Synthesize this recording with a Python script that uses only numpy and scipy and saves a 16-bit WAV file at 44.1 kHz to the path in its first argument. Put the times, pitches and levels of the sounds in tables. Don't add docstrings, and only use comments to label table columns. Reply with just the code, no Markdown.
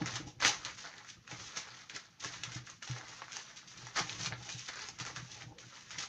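import sys
import numpy as np
from scipy import signal
from scipy.fft import rfft, irfft, next_fast_len
from scipy.io import wavfile

SR = 44100
rng = np.random.default_rng(int(sys.argv[2]) if len(sys.argv) > 2 else 0)


def transcribe(u):
    v = np.clip(np.atleast_2d(u).T, -1, 1)
    q = np.round(v * 32767).astype(np.int16)
    wavfile.write(sys.argv[1], SR, q)


N = 268348
TIME_S = np.arange(N) / SR


def from_db(db):
    return 10 ** (np.asarray(db) / 20)


def rms_one(x):
    return x / np.sqrt(np.mean(x ** 2) + 1e-20)


def drift(rate_hz):
    pole = np.exp(-40 * np.pi * rate_hz / SR)
    noise = rng.standard_normal(N // 20 + 2002)
    slow = signal.lfilter([1], [1, -2 * pole, pole ** 2], noise)[2000:]
    return np.interp(np.arange(N) / 20, np.arange(len(slow)), rms_one(slow))


def ring(x, hz, t60_s):
    radius = from_db(-60 / (t60_s * SR))
    angle = 2 * np.pi * hz / SR
    poles = [1, -2 * radius * np.cos(angle), radius ** 2]
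    return signal.lfilter([0, np.sin(angle)], poles, x + 1e-18)


def band(x, low_hz, high_hz):
    return signal.sosfilt(signal.butter(2, [low_hz, high_hz], "band", fs=SR, output="sos"), x)


def coloured(spectrum):
    hz, db = np.transpose(spectrum)
    size = next_fast_len(N)
    bins_hz = np.maximum(np.arange(size // 2 + 1) * SR / size, 1)
    shape = from_db(np.interp(np.log(bins_hz), np.log(hz), db, left=-60))
    noise = irfft(rfft(rng.standard_normal(size)) * shape, size)
    return rms_one(noise[:N])


def grains(per_s, spread_db):
    size_db = spread_db * np.minimum(rng.exponential(1, N), 3.5)
    sizes = from_db(size_db) * rng.choice([-1, 1], N)
    chance = per_s * from_db(3 * drift(30)) / SR
    return sizes * (rng.random(N) < chance)


# (frequency [Hz], relative level per Hz [dB])
ROOM_TONE_SPECTRUM = [(25, -41), (45, -13), (118, 15.5), (240, 11), (560, -23), (1300, -5.5), (3400, -5.5),
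                      (7000, -18), (15000, 0.5)]
ROOM_TONE_DB = -63.5


def room_tone():
    return from_db(ROOM_TONE_DB) * coloured(ROOM_TONE_SPECTRUM)


ROOM_T60_S, ROOM_DB = 0.17, -5
PATTERN_STEP_S = 0.03


def room_echoes(x, count=8):
    t = np.arange(round(.5 * SR)) / SR
    place = TIME_S / PATTERN_STEP_S % count
    out = 0
    for k in range(count):
        away = np.abs((place - k + count / 2) % count - count / 2)
        share = np.cos(np.pi / 2 * np.minimum(away, 1)) ** 2
        decay = from_db(-60 * t / ROOM_T60_S) * np.clip(t / 0.0024, 0, 1)
        echoes = band(rng.standard_normal(len(t)) * decay, 324, 13100)
        unit_energy = echoes / np.sqrt(np.sum(echoes ** 2))
        out = out + signal.fftconvolve(x * share, unit_energy)[:N]
    return from_db(ROOM_DB) * out


# (frequency [Hz], relative level [dB], t60 [s])
TABLE_MODES = [(121.5, -2, 0.23), (170.3, -4.5, 0.11), (75, -27, 0.14), (230, -19, 0.51),
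               (302.2, 6.5, 0.11), (331, -0.5, 0.085), (472, 1.5, 0.042)]
UPPER_MODES_HZ = 200
# (time [s], rumble level [dB])
RUB_LEVELS = [(0.0, -53), (0.12, -49), (0.39, -57), (0.57, -60), (0.69, -63.5), (0.91, -74), (1.18, -66),
              (1.32, -68), (1.4, -54.5), (1.49, -64), (1.61, -68), (2.01, -74.5), (2.25, -62), (2.4, -58.5),
              (2.45, -69), (2.52, -56.5), (2.64, -54.5), (2.69, -69.5), (3.2, -68), (3.37, -76),
              (3.67, -66), (3.79, -63), (3.94, -62.5), (4.18, -50.5), (4.42, -55), (4.54, -62),
              (4.77, -71.5), (5.13, -53.5), (5.27, -62), (5.64, -62), (5.72, -70), (5.98, -63.5),
              (6.08, -78)]


def table_rumble():
    rubbing = rng.standard_normal(N) * from_db(3.6 * drift(15))
    rumble = 0
    for hz, db, t60_s in TABLE_MODES:
        gain_db = db - 14.4 * (hz > UPPER_MODES_HZ)
        rumble = rumble + from_db(gain_db) * ring(rubbing, hz, t60_s)
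    level_db = np.interp(TIME_S, *np.transpose(RUB_LEVELS))
    return from_db(level_db) * rms_one(rumble)


# (time [s], strike level before mode gains [dB], hardness: relative upper-mode drive [dB])
LANDINGS = [(0.016, -29, -11.5), (0.201, -40.5, -9), (0.27, -42.5, -11), (0.452, -43, -6.5),
            (0.656, -52, -19), (1.326, -44, -17.5), (1.571, -52.5, -11), (1.947, -52.5, -13),
            (2.253, -46.5, -7), (2.417, -48, -34), (2.475, -43, -37), (2.558, -36.5, -21.5),
            (2.899, -34.5, -21), (2.914, -36, -35), (3.323, -54, -28), (3.832, -48.5, -34),
            (4.008, -36, -28), (4.044, -42, -20.5), (4.23, -42.5, -22), (4.27, -42, -36), (4.322, -38, -26),
            (4.548, -42.5, -35), (5.009, -39, -23.5), (5.17, -43.5, -23), (5.226, -43, -27),
            (5.438, -44.5, -22), (5.464, -45.5, -21), (5.665, -52.5, -20), (5.98, -52.5, -6)]


def table_thuds():
    time_s, strike_db, hardness_db = np.transpose(LANDINGS)
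    at = np.round((time_s - .004) * SR).astype(int)
    luck = rng.standard_normal((len(LANDINGS), len(TABLE_MODES)))
    thuds = 0
    for k, (hz, db, t60_s) in enumerate(TABLE_MODES):
        upper_db = (hardness_db + 4.5) * (hz > UPPER_MODES_HZ)
        clicks = np.zeros(N)
        clicks[at] = from_db(strike_db + db + 3.3 * luck[:, k] + upper_db)
        thuds = thuds + (-1) ** k * ring(clicks, hz, t60_s)
    return band(thuds, 75, 400)


# (start [s], end [s], frequency [Hz], level before the swell [dB])
FOLD_DRAG = (5.515, 5.63, 490, -64)


def fold_drag():
    start_s, end_s, hz, level_db = FOLD_DRAG
    progress = np.clip((TIME_S - start_s) / (end_s - start_s), 0, 1)
    swell = np.sin(np.pi * progress) ** .5
    return from_db(level_db) * swell * rms_one(ring(rng.standard_normal(N), hz, 0.052))


# (peak [s], rise [s], fall [s], slide level [dB], crinkle level [dB], flutter level [dB])
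HAND_MOVES = [(0.025,0.12,0.069,-52.5,-50.5,-52), (0.066,0.015,0.13,-42,-43.5,-50),
              (0.163,0.057,0.057,-38.5,-42.5,-51.5), (0.213,0.092,0.1,-78,-58.5,-55.5),
              (0.274,0.027,0.097,-52,-78,-55), (0.4,0.0044,0.6,-47,-49,-67),
              (0.425,0.017,0.11,-38,-31.5,-42), (0.45,0.0081,0.043,-29.5,-31,-50),
              (0.472,0.034,0.061,-26.5,-39,-47.5), (0.656,0.02,0.1,-42.5,-45,-69),
              (0.781,0.004,0.14,-50,-52.5,-74), (0.848,0.057,0.11,-53.5,-49.5,-57.5),
              (0.994,0.16,0.2,-64,-55,-69), (1.099,0.096,0.074,-50.5,-65,-80),
              (1.316,0.052,0.17,-47.5,-51.5,-57), (1.414,0.12,0.3,-48.5,-54,-75),
              (1.577,0.056,0.065,-39.5,-46.5,-54), (1.686,0.39,0.043,-79,-55.5,-75),
              (1.786,0.39,0.15,-53.5,-55.5,-74.5), (1.898,0.01,0.092,-49,-55,-76),
              (1.962,0.042,0.06,-45.5,-48.5,-60.5), (2.03,0.046,0.23,-62.5,-61,-74),
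              (2.204,0.0069,0.11,-46,-70,-80), (2.242,0.039,0.12,-41.5,-46.5,-53),
              (2.343,0.05,0.12,-46,-50,-66), (2.438,0.011,0.059,-45,-43,-75),
              (2.564,0.22,0.065,-46,-52,-57), (2.7,0.1,0.1,-52,-57.5,-71), (2.828,0.017,0.13,-48,-52,-86),
              (2.875,0.01,0.82,-53,-52,-66), (2.97,0.037,0.18,-76,-67,-53), (3.086,0.032,0.34,-53,-65,-79),
              (3.225,0.095,0.048,-66,-59,-61), (3.36,0.094,0.16,-46,-52,-59),
              (3.479,0.14,0.092,-55.5,-56.5,-76), (3.571,0.037,0.084,-50.5,-58,-87),
              (3.68,0.027,0.25,-54,-70,-85), (3.757,0.01,0.26,-54.5,-61,-82),
              (3.877,0.31,0.134,-58,-52.5,-65), (3.965,0.0095,0.083,-36.5,-37.5,-45),
              (3.991,0.041,0.038,-32,-32,-45), (4.102,0.13,0.14,-43.5,-47.5,-53.5),
              (4.212,0.038,0.036,-38,-47,-56), (4.268,0.085,0.029,-38.5,-41.5,-57),
              (4.329,0.052,0.076,-82,-50.5,-49), (4.426,0.11,0.22,-50,-59,-73),
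              (4.504,0.12,0.14,-45,-58,-59), (4.597,0.091,0.13,-47.5,-72,-91),
              (4.69,0.013,0.03,-41.5,-44,-78), (4.83,0.31,0.14,-48,-49.5,-71),
              (4.888,0.0081,0.022,-48,-63.5,-58), (5.004,0.023,0.051,-41,-40,-57),
              (5.068,0.048,0.085,-45,-45.5,-51), (5.168,0.033,0.112,-48,-48,-73),
              (5.325,0.096,0.15,-48,-81,-84), (5.431,0.19,0.026,-55.5,-53,-56),
              (5.515,0.4,0.18,-71,-76,-65), (5.584,0.0085,0.18,-53,-63,-77), (5.762,0.2,0.27,-54,-57,-88),
              (5.916,0.03,0.2,-47.5,-49.5,-71), (5.985,0.0047,0.05,-34,-40.5,-54),
              (6.029,0.037,0.053,-42,-45.5,-57)]
SWELL_DB = 20


def rustle_levels_db():
    t = np.arange(0, N + 64, 64) / SR
    peak_s, rise_s, fall_s, *peak_levels_db = np.transpose(HAND_MOVES)[:, :, None]
    before = (peak_s - t) / np.maximum(rise_s, .003)
    after = (t - peak_s) / np.maximum(fall_s, .003)
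    swell_db = -SWELL_DB * np.maximum(before, after)
    powers = [np.sum(from_db(2 * (swell_db + db)), axis=0) for db in peak_levels_db]
    return [np.interp(TIME_S, t, 10 * np.log10(power + 1e-12)) for power in powers]


# (frequency [Hz], relative level [dB], t60 [s])
SHEET_MODES = [(508, -9.5, 0.043), (668, -6.5, 0.044), (822, 7.5, 0.029)]


def flutter(level_db):
    noise = rng.standard_normal(N)
    hollow = 0
    for hz, db, t60_s in SHEET_MODES:
        hollow = hollow + from_db(db + 5.9 * drift(17)) * rms_one(ring(noise, hz, t60_s))
    dull = rms_one(band(noise, 230, 950))
    return from_db(level_db + 1.5 * drift(30)) * rms_one(dull + from_db(-2) * hollow)


# (frequency [Hz], relative level per Hz [dB])
SLIDE_SPECTRUM = [(1500, -5), (2500, 1.5), (3500, 1), (4500, -7.5), (6000, 7.5), (6700, 5), (9000, -17),
                  (15000, 3.5)]


def slide(level_db):
    ticks = rms_one(band(grains(per_s=1500, spread_db=2.5), 2730, 17800))
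    catch_and_slip = from_db(level_db + 2.45 * drift(51))
    return catch_and_slip * (coloured(SLIDE_SPECTRUM) + from_db(0.5) * ticks)


# (frequency [Hz], relative level [dB])
CREASE_SPECTRUM = [(700, -30.5), (950, -16), (1300, -0.5), (1600, -1.5), (1950, 4), (2400, -5.5),
                   (3000, -13.5), (3700, -0.5), (4600, 5)]
GRAINS_PER_S, GRAIN_SPREAD_DB = 2500, 3
GRAIN_CYCLES = 12.1


def crinkle(level_db):
    clicks = grains(GRAINS_PER_S, GRAIN_SPREAD_DB)
    hz, db = np.transpose(CREASE_SPECTRUM)
    pitches_hz = np.geomspace(hz[0], hz[-1], num=24)
    dealt = rng.integers(0, 24, N)
    gains = from_db(np.interp(np.log(pitches_hz), np.log(hz), db))
    rings = 0
    for k, (pitch_hz, gain) in enumerate(zip(pitches_hz, gains)):
        buckles = ring(clicks * (dealt == k), pitch_hz, GRAIN_CYCLES / pitch_hz)
        rings = rings + gain * from_db(2.43 * drift(11.2)) * buckles
    return from_db(level_db) * rms_one(rings)


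# (time [s], body peak level [dB], pitch [Hz], early edge rms relative to body peak [dB])
CREASE_SNAPS = [(0.0194, -31, 1180, -21), (0.0593, -32, 1590, -6.5), (0.1386, -36, 2260, -12),
                (0.156, -29, 2500, -7.5), (0.4035, -31.5, 1600, -13), (0.4234, -23, 1250, -18),
                (0.4489, -11, 2120, -20), (0.4544, -29, 1980, -10), (0.4694, -28, 2200, -10),
                (0.4934, -21.5, 2920, -11.5), (0.5442, -32, 1470, -18), (0.6494, -21, 3380, -16),
                (0.7741, -43, 1800, -13), (0.8515, -37, 1060, -14), (0.9817, -34.5, 3900, -18),
                (1.047, -43, 1500, -13), (1.0889, -41, 1800, -13), (1.277, -38, 1870, -18),
                (1.3144, -36, 1740, -13), (1.5718, -34, 1500, -1), (1.8971, -30, 2800, -18),
                (1.95, -34, 3620, -26), (1.9629, -35.5, 2230, -3.5), (2.1979, -47, 3700, -8),
                (2.2463, -29.5, 1240, -13), (2.3376, -33, 3040, -21), (2.4354, -21, 3340, -14),
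                (2.5192, -37, 1760, -11), (2.6718, -39, 1640, -24), (2.6994, -36, 3900, -9),
                (2.8255, -34.5, 2040, -10.5), (2.8754, -34.5, 2020, -13), (2.9114, -31, 2990, -12),
                (2.9632, -35.5, 1300, -24), (3.0121, -36.5, 1240, -20), (3.083, -40, 2070, -11.5),
                (3.2191, -30.5, 1200, -37), (3.2816, -38, 1340, -22), (3.3204, -33.5, 2390, -11),
                (3.3303, -34.5, 1890, -9.5), (3.3677, -33.5, 1330, -3.5), (3.6745, -47, 3630, -10),
                (3.8686, -38.5, 1190, -7), (3.9624, -37, 1460, -4), (3.9724, -24.5, 1400, -9),
                (3.9924, -29.5, 1330, -15), (4.0951, -22.5, 3140, -24), (4.1284, -27.5, 3820, -21),
                (4.1969, -46, 1320, -3), (4.2467, -25.5, 3700, -17), (4.2602, -19.5, 3680, -19),
                (4.3231, -26.5, 1590, -33), (4.4912, -31, 2050, -13), (4.5254, -31, 3980, -16),
                (4.5935, -40, 2500, -4), (4.6862, -32, 1980, -12), (4.7568, -41.5, 1260, -4),
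                (4.7915, -35.5, 1470, -13), (4.8868, -36, 2060, -4.5), (4.9879, -42, 1660, -3),
                (4.9995, -30.5, 2500, -13), (5.0514, -35, 1570, -9), (5.0644, -32, 1800, -11),
                (5.1617, -32.5, 1680, -10.5), (5.3178, -31.5, 4000, -20), (5.4211, -33, 2040, -24),
                (5.5852, -37, 2800, -19), (5.9065, -37.5, 1970, -9), (5.9843, -29, 3520, -19)]
SNAP_T60_S = 0.023


def snaps():
    size = 4096
    out = np.zeros(N + size)
    decay = from_db(-60 * np.arange(size) / SR / SNAP_T60_S)
    click = from_db(20.5) * (np.arange(size) == 8)
    for time_s, peak_db, hz, edge_db in CREASE_SNAPS:
        burst = rng.standard_normal(size) * decay + click
        body = band(burst, hz / 1.464, hz * 1.52)
        edge = band(burst, 5270, 7700)
        both = body / np.abs(body).max() + from_db(edge_db) * edge / np.std(edge[:200])
        at = round(time_s * SR)
        out[at:at + size] += from_db(peak_db) * both
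    return out[:N]


def scene():
    slide_db, crinkle_db, flutter_db = rustle_levels_db()
    paper = slide(slide_db) + crinkle(crinkle_db) + flutter(flutter_db) + snaps() + fold_drag()
    table = table_thuds() + table_rumble()
    return (paper + room_echoes(paper) + table + room_tone())[None]


MIC_HZ, CUTOFF_HZ = 6706, 15480
HISS_DB = -87.5


def record(dry):
    dull = signal.sosfilt(signal.butter(12, MIC_HZ, fs=SR, output="sos"), dry)
    leak = from_db(-33) * band(dry, 6600, 9220)
    bent = from_db(-1) * band(dull ** 2, 6600, 12400)
    bass_cut = signal.butter(2, 42, "high", fs=SR, output="sos")
    hiss = from_db(HISS_DB) * rng.standard_normal(dry.shape)
    heard = signal.sosfilt(bass_cut, dull + leak + bent) + hiss
    top_cut = signal.cheby2(16, 40, CUTOFF_HZ + 250, fs=SR, output="sos")
    return signal.sosfilt(top_cut, heard)


dry = scene()
out = record(dry)
transcribe(out)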